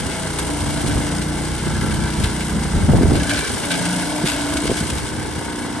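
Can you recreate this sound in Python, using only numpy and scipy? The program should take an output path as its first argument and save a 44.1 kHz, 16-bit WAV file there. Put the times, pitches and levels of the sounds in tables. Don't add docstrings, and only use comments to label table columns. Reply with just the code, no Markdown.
import sys
import numpy as np
from scipy import signal
from scipy.fft import rfft, irfft
from scipy.io import wavfile
from scipy.ndimage import uniform_filter1d

SR = 44100
rng = np.random.default_rng(int(sys.argv[2]) if len(sys.argv) > 2 else 0)


def digitize_waveform(pressure):
    field = np.atleast_2d(pressure).T
    bounded = np.clip(field, -1, 1)
    quanta = np.round(bounded * 32767).astype(np.int16)
    wavfile.write(sys.argv[1], SR, quanta)


N = 255780
TIME = np.arange(N) / SR
FREQS = np.fft.rfftfreq(N, 1 / SR)

# frequency in Hz, width in Hz, gain in dB.
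HOOD_MODES = [(1533, 55, 4.5), (1648, 38, 3), (1470, 320, -15), (2083, 57, -9), (2248, 30, 3.5),
              (2830, 2150, -10)]


def undb(db):
    return 10 ** (np.asarray(db) / 20)


def unit(x):
    return x / np.sqrt(np.mean(x ** 2))


def over_time(points):
    return np.interp(TIME, *np.transpose(points))


def over_pitch(points):
    hz, value = np.transpose(points)
    return np.interp(np.log(FREQS + 1), np.log(hz), value)


def colour(x, spectrum):
    return unit(irfft(rfft(x) * undb(over_pitch(spectrum)), N))


def walk(rate_hz):
    hold = max(int(SR / rate_hz), 1)
    steps = rng.standard_normal(N)[np.arange(N) // hold]
    return unit(uniform_filter1d(uniform_filter1d(steps, hold), hold))


def noise():
    return rng.standard_normal((2, N))


def swells(events, rest_db, attack_s, release_s):
    power = undb(rest_db) ** 2
    for start_s, length_s, db in events:
        rise = np.clip((TIME - start_s) / attack_s, 0, 1)
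        fall = np.exp(-np.maximum(TIME - start_s - length_s, 0) / release_s)
        power = power + (undb(db) * rise * fall) ** 2
    return 10 * np.log10(power)


def puffs(cycle, at, width, scatter_db):
    turn = cycle - at + 2
    age = turn % 1 / width
    return age * np.exp(1 - age) * undb(scatter_db * rng.standard_normal(N)[turn.astype(int)])


def exhaust(cycle, exhaust_db, booms_db, strain, wobble_cycles=0.0037, waver_db=1.44):
    # multiple of the cycle rate, relative level in dB.
    harmonics = [(1, -9), (2, 2), (3, -3.5), (4, -7), (5, 0), (7, -0.5), (11, -6.5), (13, -16), (14, -17),
                 (21, -26.5)]
    orders = [(order, exhaust_db + db) for order, db in harmonics] + list(booms_db.items())
    turn = cycle + wobble_cycles * walk(25)
    out = 0
    for order, db in orders:
        lag = .045 * order ** 2 + .03 * walk(6)
        echo = min(.008 * order, .05) * walk(8) * np.array([[1], [-1]])
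        stumble = 0.073 * strain * walk(110)
        phase = 2 * np.pi * (order * turn - lag - echo + stumble)
        out = out + np.sqrt(2) * undb(db + waver_db * walk(30)) * np.sin(phase)
    return out


def drones(flutter_db=1.7, flutter_hz=70):
    # multiple of the cycle rate, resting level in relative dB.
    floors = [(5, -50), (6, -44), (8, -50), (10, -39), (14, -56)]
    # start in seconds, length in seconds, relative level in dB, order.
    booms = [(0.063, 0.4015, -40.5, 14), (0.3, 1.143, -28.5, 10), (0.55, 0.3, -32, 8),
             (0.48, 2.6, -36.5, 6), (2.1, 1.15, -32.5, 8), (2.87, 0.49, -28.5, 10), (3.573, 0.47, -24.5, 6),
             (3.53, 0.75, -25, 10), (4.188, 0.47, -23.5, 10), (4.15, 0.2, -29, 11), (0.57, 1.43, -38.5, 5),
             (5.4, 0.46, -32.5, 8), (5.465, 0.37, -33.5, 10)]
    levels_db = {}
    for order, rest_db in floors:
        spells = [row[:3] for row in booms if row[3] == order]
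        swell_db = swells(spells, rest_db, attack_s=0.22, release_s=0.088)
        levels_db[order] = swell_db + flutter_db * walk(flutter_hz)
    return levels_db


def clatter(cycle, spectrum, points=1470):
    place = cycle % 1 * points
    shares = np.array([walk(2.009) for _ in range(4)])
    shares /= np.linalg.norm(shares, axis=0)
    locked = 0
    for share in shares:
        patterns = rng.standard_normal((2, points))
        locked = locked + share * np.array([np.interp(place, np.arange(points), p) for p in patterns])
    first = puffs(cycle, at=0.076, width=0.1, scatter_db=3)
    second = puffs(cycle, at=0.535, width=0.17, scatter_db=2.8)
    knocks = 1.9 + first + 2.1 * second
    return colour((.53 * unit(locked) + .57 * noise()) * knocks, spectrum)


def rattle(cycle, rush_db, mean_db=-29):
    # frequency in Hz, gain in dB.
    body_spectrum = [(40, -36), (65, -21), (120, 0.5), (225, 4.5), (330, 2.5), (450, -0.5), (620, -5),
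                     (780, -4), (890, 0), (1020, -3.5), (1180, -10.5), (1540, -5.5), (1700, -5),
                     (1860, -13), (2050, -8.5), (2500, -24.5), (3000, -18.5), (3800, -21.5), (6000, -45)]
    return undb(mean_db + 0.12 * (rush_db - rush_db.mean())) * clatter(cycle, body_spectrum)


def growl(cycle, boom_db):
    spectrum = [(180, -10), (300, 3), (420, -16), (520, -6), (640, 1), (800, -6.5), (1200, -37),
                (4000, -58)]
    return undb(0.77 * boom_db - 14) * clatter(cycle, spectrum)


def rumble(cycle, exhaust_db):
    return undb(exhaust_db - 7.5) * clatter(cycle, [(50, -14), (120, -3), (190, -4), (330, -32.5)])


def rush(cycle):
    # frequency in Hz, gain in dB.
    air_spectrum = [(1250, 2), (1500, 5.5), (1870, -1), (2100, 9.5), (2520, 1), (2850, 7.5), (3600, 5),
                    (4200, 4.5), (5300, 4.5), (6500, 2.5), (7500, 4), (8800, 7), (9300, 11), (10400, 3),
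                    (10850, 15), (11300, -20)]
    first = puffs(cycle, at=-.08, width=.1, scatter_db=2.2)
    second = puffs(cycle, at=.46, width=.1, scatter_db=3)
    spits = 1 + 0.46 * first + 0.14 * second
    return colour(noise() * spits * undb(1.6 * walk(250)), air_spectrum)


def whines(cycle, waver_db=4.0, wobble_turns=0.14):
    # start in seconds, length in seconds, level in dB, order.
    spells = [(0, 0.8, -41.5, 22), (0.287, 0.37, -47.5, 33), (1.053, 0.55, -52, 35), (1.657, 0.53, -43, 44),
              (3.601, 0.784, -42.5, 20), (5.106, 0.38, -53.5, 29), (5.301, 0.61, -46.5, 31)]
    out = 0
    for start_s, length_s, db, order in spells:
        level_db = swells([(start_s, length_s, db)], rest_db=-89.5, attack_s=0.043, release_s=0.074)
        level_db += waver_db * walk(22)
        phase = 2 * np.pi * (order * cycle + wobble_turns * walk(28))
        out = out + np.sqrt(2) * undb(level_db) * np.sin(phase)
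    return out


def wind(breeze_db=-32.5, calm_db=-29, flutter_db=1.3, stereo_width=0.49, surge=0.4, tear=2.69):
    # start in seconds, length in seconds, relative level in dB.
    gusts = [(0, 0.067, -25), (.6, 0.33, -26), (.83, 0.17, -25), (1.66, 0.38, -23.5), (2.17, 0.11, -25),
             (2.5, 0.16, -25.5), (2.73, 0.18, -21), (2.88, 0.31, -17), (3.2, 0.37, -29.5),
             (4.5, 0.55, -28.5), (5.1, 0.29, -30.5)]
    # frequency in Hz, gain in dB.
    buffet_spectrum = [(15, -42), (30, -21), (52, -4), (70, 4.5), (130, -1.5), (260, -3), (360, -21.5),
                       (600, -20), (1200, -81), (4000, -88)]
    tear_spectrum = [(50, -4), (110, -5), (260, -16), (360, -1), (520, -11), (900, -14), (1800, -26),
                     (5000, -61)]
    gust = undb(swells(gusts, breeze_db, attack_s=0.012, release_s=0.04) + flutter_db * walk(50))
    gust = gust ** 2 / np.hypot(gust, undb(calm_db))
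    eddies = colour(noise() * undb(1.5 * walk(70)), buffet_spectrum)
    tearing = colour(noise() * undb(3 * walk(90)), tear_spectrum)
    mid, side = gust * ((0.95 + surge * gust) * eddies + tear * gust * tearing)
    return np.array([mid + stereo_width * side, mid - stereo_width * side])


def hood(pair, modes, wander=0.014):
    tuning = 1 + wander * walk(8.6)
    even, warped = np.arange(N), np.cumsum(tuning / tuning.mean())
    response = sum(undb(db) / (1 + 1j * (FREQS ** 2 - hz ** 2) / (2 * width_hz * (FREQS + 1))) ** 2
                   for hz, width_hz, db in modes)
    drive = np.array([np.interp(even, warped, x) for x in pair])
    rung = irfft(rfft(drive) * response, N)
    return unit(np.array([np.interp(warped, even, x) for x in rung]))


def shredding(cycle, shred_db, chip_db=3.5, full_load_db=-27):
    flails = 1 + .8 * puffs(cycle, at=-.05, width=.12, scatter_db=4)
    pelting = noise() * flails * undb(2.5 * walk(400))
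    load = np.minimum(undb(shred_db - full_load_db), 1)
    hail = (1 - 0.28 * load) * hood(pelting, HOOD_MODES) + 0.4 * load * hood(pelting, HOOD_MODES[:2])
    clusters = undb(3 * walk(160))
    fibres = noise() * clusters * undb(chip_db * walk(900))
    crackle = colour(fibres, [(1200, -14), (3000, 3.5), (5500, 4.5), (9500, -20.5)])
    return undb(shred_db - 3) * (hail + 0.45 * crackle)


def stems(shred_db, ring_gain=1.17, twig_db=3, twig_count=60):
    # start in seconds, level in dB, rise in seconds,
    # decay in seconds, share sent to the hood from 0 to 1.
    strikes = [(0.111, -31.5, 0.00088, 0.025, 1), (0.385, -14, 0.0011, 0.013, 0),
               (2.221, -23, 0.003, 0.01, 0.45), (2.235, -21.5, .002, 0.024, 0.5),
               (2.406, -23.5, 0.0013, .014, 0.83), (3.151, -26.5, 0.0036, 0.022, 1),
               (3.292, -10.5, 0.0044, 0.0082, 0.4), (3.338, -24.5, 0.0042, 0.028, 0.5),
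               (3.376, -26, 0.0039, 0.026, 0.3), (3.442, -40, 0.0049, 0.021, 0.47),
               (3.63, -25, 0.0019, 0.021, 0.7), (3.702, -16.5, 0.011, 0.027, 0.93),
               (3.854, -18, 0.00097, 0.0063, 0.2), (4.252, -16.5, 0.013, 0.074, 0.31),
               (4.523, -25, 0.0009, 0.0092, 0.22), (4.568, -18, .001, 0.01, 0.15),
               (4.674, -23.5, .001, .006, 0.41), (4.703, -20, .001, 0.0084, 0),
               (4.768, -21.5, 0.0026, 0.017, 0.3), (4.899, -15.5, .001, 0.0068, 0),
               (4.972, -23.5, 0.0027, 0.023, 0.3)]
    shred_power = undb(2 * shred_db)
    twig_samples = rng.choice(N, twig_count, p=shred_power / shred_power.sum())
    twigs = [(TIME[i], shred_db[i] + twig_db + rng.uniform(-3, 3), .0003, .002, .2)
             for i in twig_samples]
    blows, ringing = np.zeros(N), np.zeros(N)
    for start_s, db, rise_s, decay_s, share in strikes + twigs:
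        span = slice(int(start_s * SR), int((start_s + 10 * decay_s) * SR))
        age_s = np.maximum(TIME[span] - start_s, 0)
        blow = undb(db) * (1 - np.exp(-age_s / rise_s)) * np.exp(-age_s / decay_s)
        blows[span] += blow
        ringing[span] += share * blow
    splinters = noise() * undb(2.8 * walk(600))
    crack_spectrum = [(300, -21), (1000, 9.5), (3500, 8), (6000, 2.5), (9500, 8.5), (11000, 6.5)]
    return blows * colour(splinters, crack_spectrum) + ring_gain * ringing * hood(splinters, HOOD_MODES)


def thumps(rise_cycles=0.3, roughness=0.075, small_db=-11, scatter_s=0.012, small_count=3):
    # start in seconds, level in dB, pitch in Hz.
    eddies = [(0.622, -24, 95), (0.84, -15, 81), (0.956, -8, 99), (0.974, -11, 150), (1.983, -13, 84),
              (2.201, -12.5, 91), (2.238, -10.5, 94), (2.559, -12.5, 210.7), (2.734, -17, 55.6),
              (2.761, -12, 55), (2.832, -14, 76), (2.911, -13, 168.6), (2.935, -4, 468), (2.942, -0.5, 95),
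              (2.988, -15, 130), (3.011, -4.5, 303), (3.033, -1, 235.5), (3.046, -7.5, 79.5),
              (3.081, -5.5, 90), (3.119, -4.5, 270), (3.149, -5.5, 89.85), (3.221, -15, 221.1),
              (4.241, -5.5, 214), (4.655, -8.5, 352), (4.698, -7.5, 356), (4.715, -7, 340),
              (4.81, -11.5, 170), (4.924, -18, 78.9), (5.38, -17.5, 132)]
    out = np.zeros((2, N))
    flutter = colour(noise(), [(50, 6), (150, -11), (400, 0.5), (700, -12), (1500, -30), (5000, -64)])
    flutter = flutter + flutter.mean(axis=0)
    for s, db, hz in eddies:
        draws = rng.standard_normal((small_count + 1, 4))
        small = [(s + scatter_s * late, db + small_db, hz * 2 ** (higher / 2))
                 for late, higher in draws[1:, :2]]
        port_turns = draws[:, 2:] / 20
        for (start_s, eddy_db, eddy_hz), offset in zip([(s, db, hz)] + small, port_turns):
            span = slice(int(start_s * SR), int((start_s + .2) * SR))
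            swing = np.maximum(TIME[span] - start_s, 0) * eddy_hz
            age = swing / rise_cycles
            shove = age * np.exp(1 - age) * np.sin(2 * np.pi * (swing + offset[:, None]))
            wake = age / 2 * np.exp(1 - age / 2)
            out[:, span] += undb(eddy_db) * (shove + roughness * wake * flutter[:, span])
    return out


def spread(pair):
    # frequency in Hz, coherence from 0 to 1,
    # left lead in radians, left minus right in dB.
    image = [(60, .85, 0, .3), (350, .68, .05, .3), (600, .42, .85, 2), (800, .72, .3, 1),
             (1150, .64, .3, .8), (1450, .88, .15, -.4), (1700, .72, .4, -.3), (1850, .3, 1.2, 2),
             (2000, .9, 0, .5), (2300, .65, 1, .3), (2520, .3, 1.5, 3.5), (2700, .72, .6, 3.5),
             (2950, .72, 1, 4), (3300, .8, .3, .5), (4000, .5, 1.1, .5), (4500, .48, 2.1, 2.8),
             (5100, .1, 0, 5), (6100, .62, .4, 3), (6900, .1, 0, 5), (7400, .3, 1.3, 2.8),
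             (7700, .96, 0, 0), (8900, .99, 0, 0), (9100, .8, -1.1, 0), (9600, .8, -2, 0),
             (9800, 1, -np.pi, 0), (10650, .99, -np.pi, 0), (11000, .85, -3.5, 0), (11300, .7, -6, 0)]
    coherence, lead_rad, balance_db = (over_pitch(np.array(image)[:, [0, k]]) for k in (1, 2, 3))
    mid, side = rfft(pair) * np.sqrt([(1 + coherence) / 2, (1 - coherence) / 2])
    lean = undb(balance_db / 2) * np.exp(1j * lead_rad / 2)
    return irfft(np.array([(mid + side) * lean, (mid - side) / lean]), N)


def scene(grass_db=-37):
    # time in seconds, four-stroke cycle rate in Hz.
    speed = [(0, 30.37), (.16, 30.26), (.3, 29.49), (.6, 29.43), (1.03, 29.18), (1.47, 30.42), (1.8, 30.79),
             (2, 30.81), (2.58, 30.01), (3, 29.95), (3.18, 29.56), (3.51, 28.17), (3.81, 29.29),
             (4.15, 30.06), (4.46, 28.93), (4.9, 30.71), (5.28, 30.67), (5.44, 29.95), (5.8, 29.36)]
    # time in seconds, relative level in dB.
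    exhaust_levels = [(0, -45), (.3, -33), (.9, -32.5), (1.7, -29.5), (3, -31), (3.55, -49), (4.5, -42),
                      (5.2, -41.5), (5.8, -75)]
    # time in seconds, relative level in dB.
    rush_levels = [(0, -33.5), (1, -32.5), (1.3, -35), (3, -35), (3.35, -31.5), (3.95, -30), (4.1, -33),
                   (4.8, -32), (5.2, -37.5), (5.8, -38)]
    # start in seconds, length in seconds, relative level in dB.
    bites = [(.8, 0.13, -33), (1.65, 0.54, -35), (3.12, 0.2, -32.5), (3.26, .22, -25), (3.7, 1.1, -33),
             (4.26, 0.5, -38.5)]
    cycle = np.cumsum(over_time(speed)) / SR
    exhaust_db, rush_db = over_time(exhaust_levels), over_time(rush_levels)
    shred_db = swells(bites, grass_db, attack_s=0.061, release_s=0.018)
    strain = 1 - undb(grass_db - shred_db)
    booms_db = drones()
    note = undb(-2.5) * exhaust(cycle, exhaust_db, booms_db, strain)
    body = rattle(cycle, rush_db) + growl(cycle, booms_db[10]) + rumble(cycle, exhaust_db)
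    rotor = undb(rush_db + 3) * rush(cycle) + shredding(cycle, shred_db) + stems(shred_db)
    return note + spread(body + rotor) + whines(cycle) + wind() + thumps()


def record(dry, low_hz=32, top_hz=11200):
    thinned = signal.sosfilt(signal.butter(2, low_hz, "high", fs=SR, output="sos"), dry)
    rounded = 0.95 * np.tanh(thinned / 0.85)
    return signal.sosfilt(signal.ellip(8, .2, 70, top_hz, fs=SR, output="sos"), rounded)


dry = scene()
out = record(dry)
digitize_waveform(out)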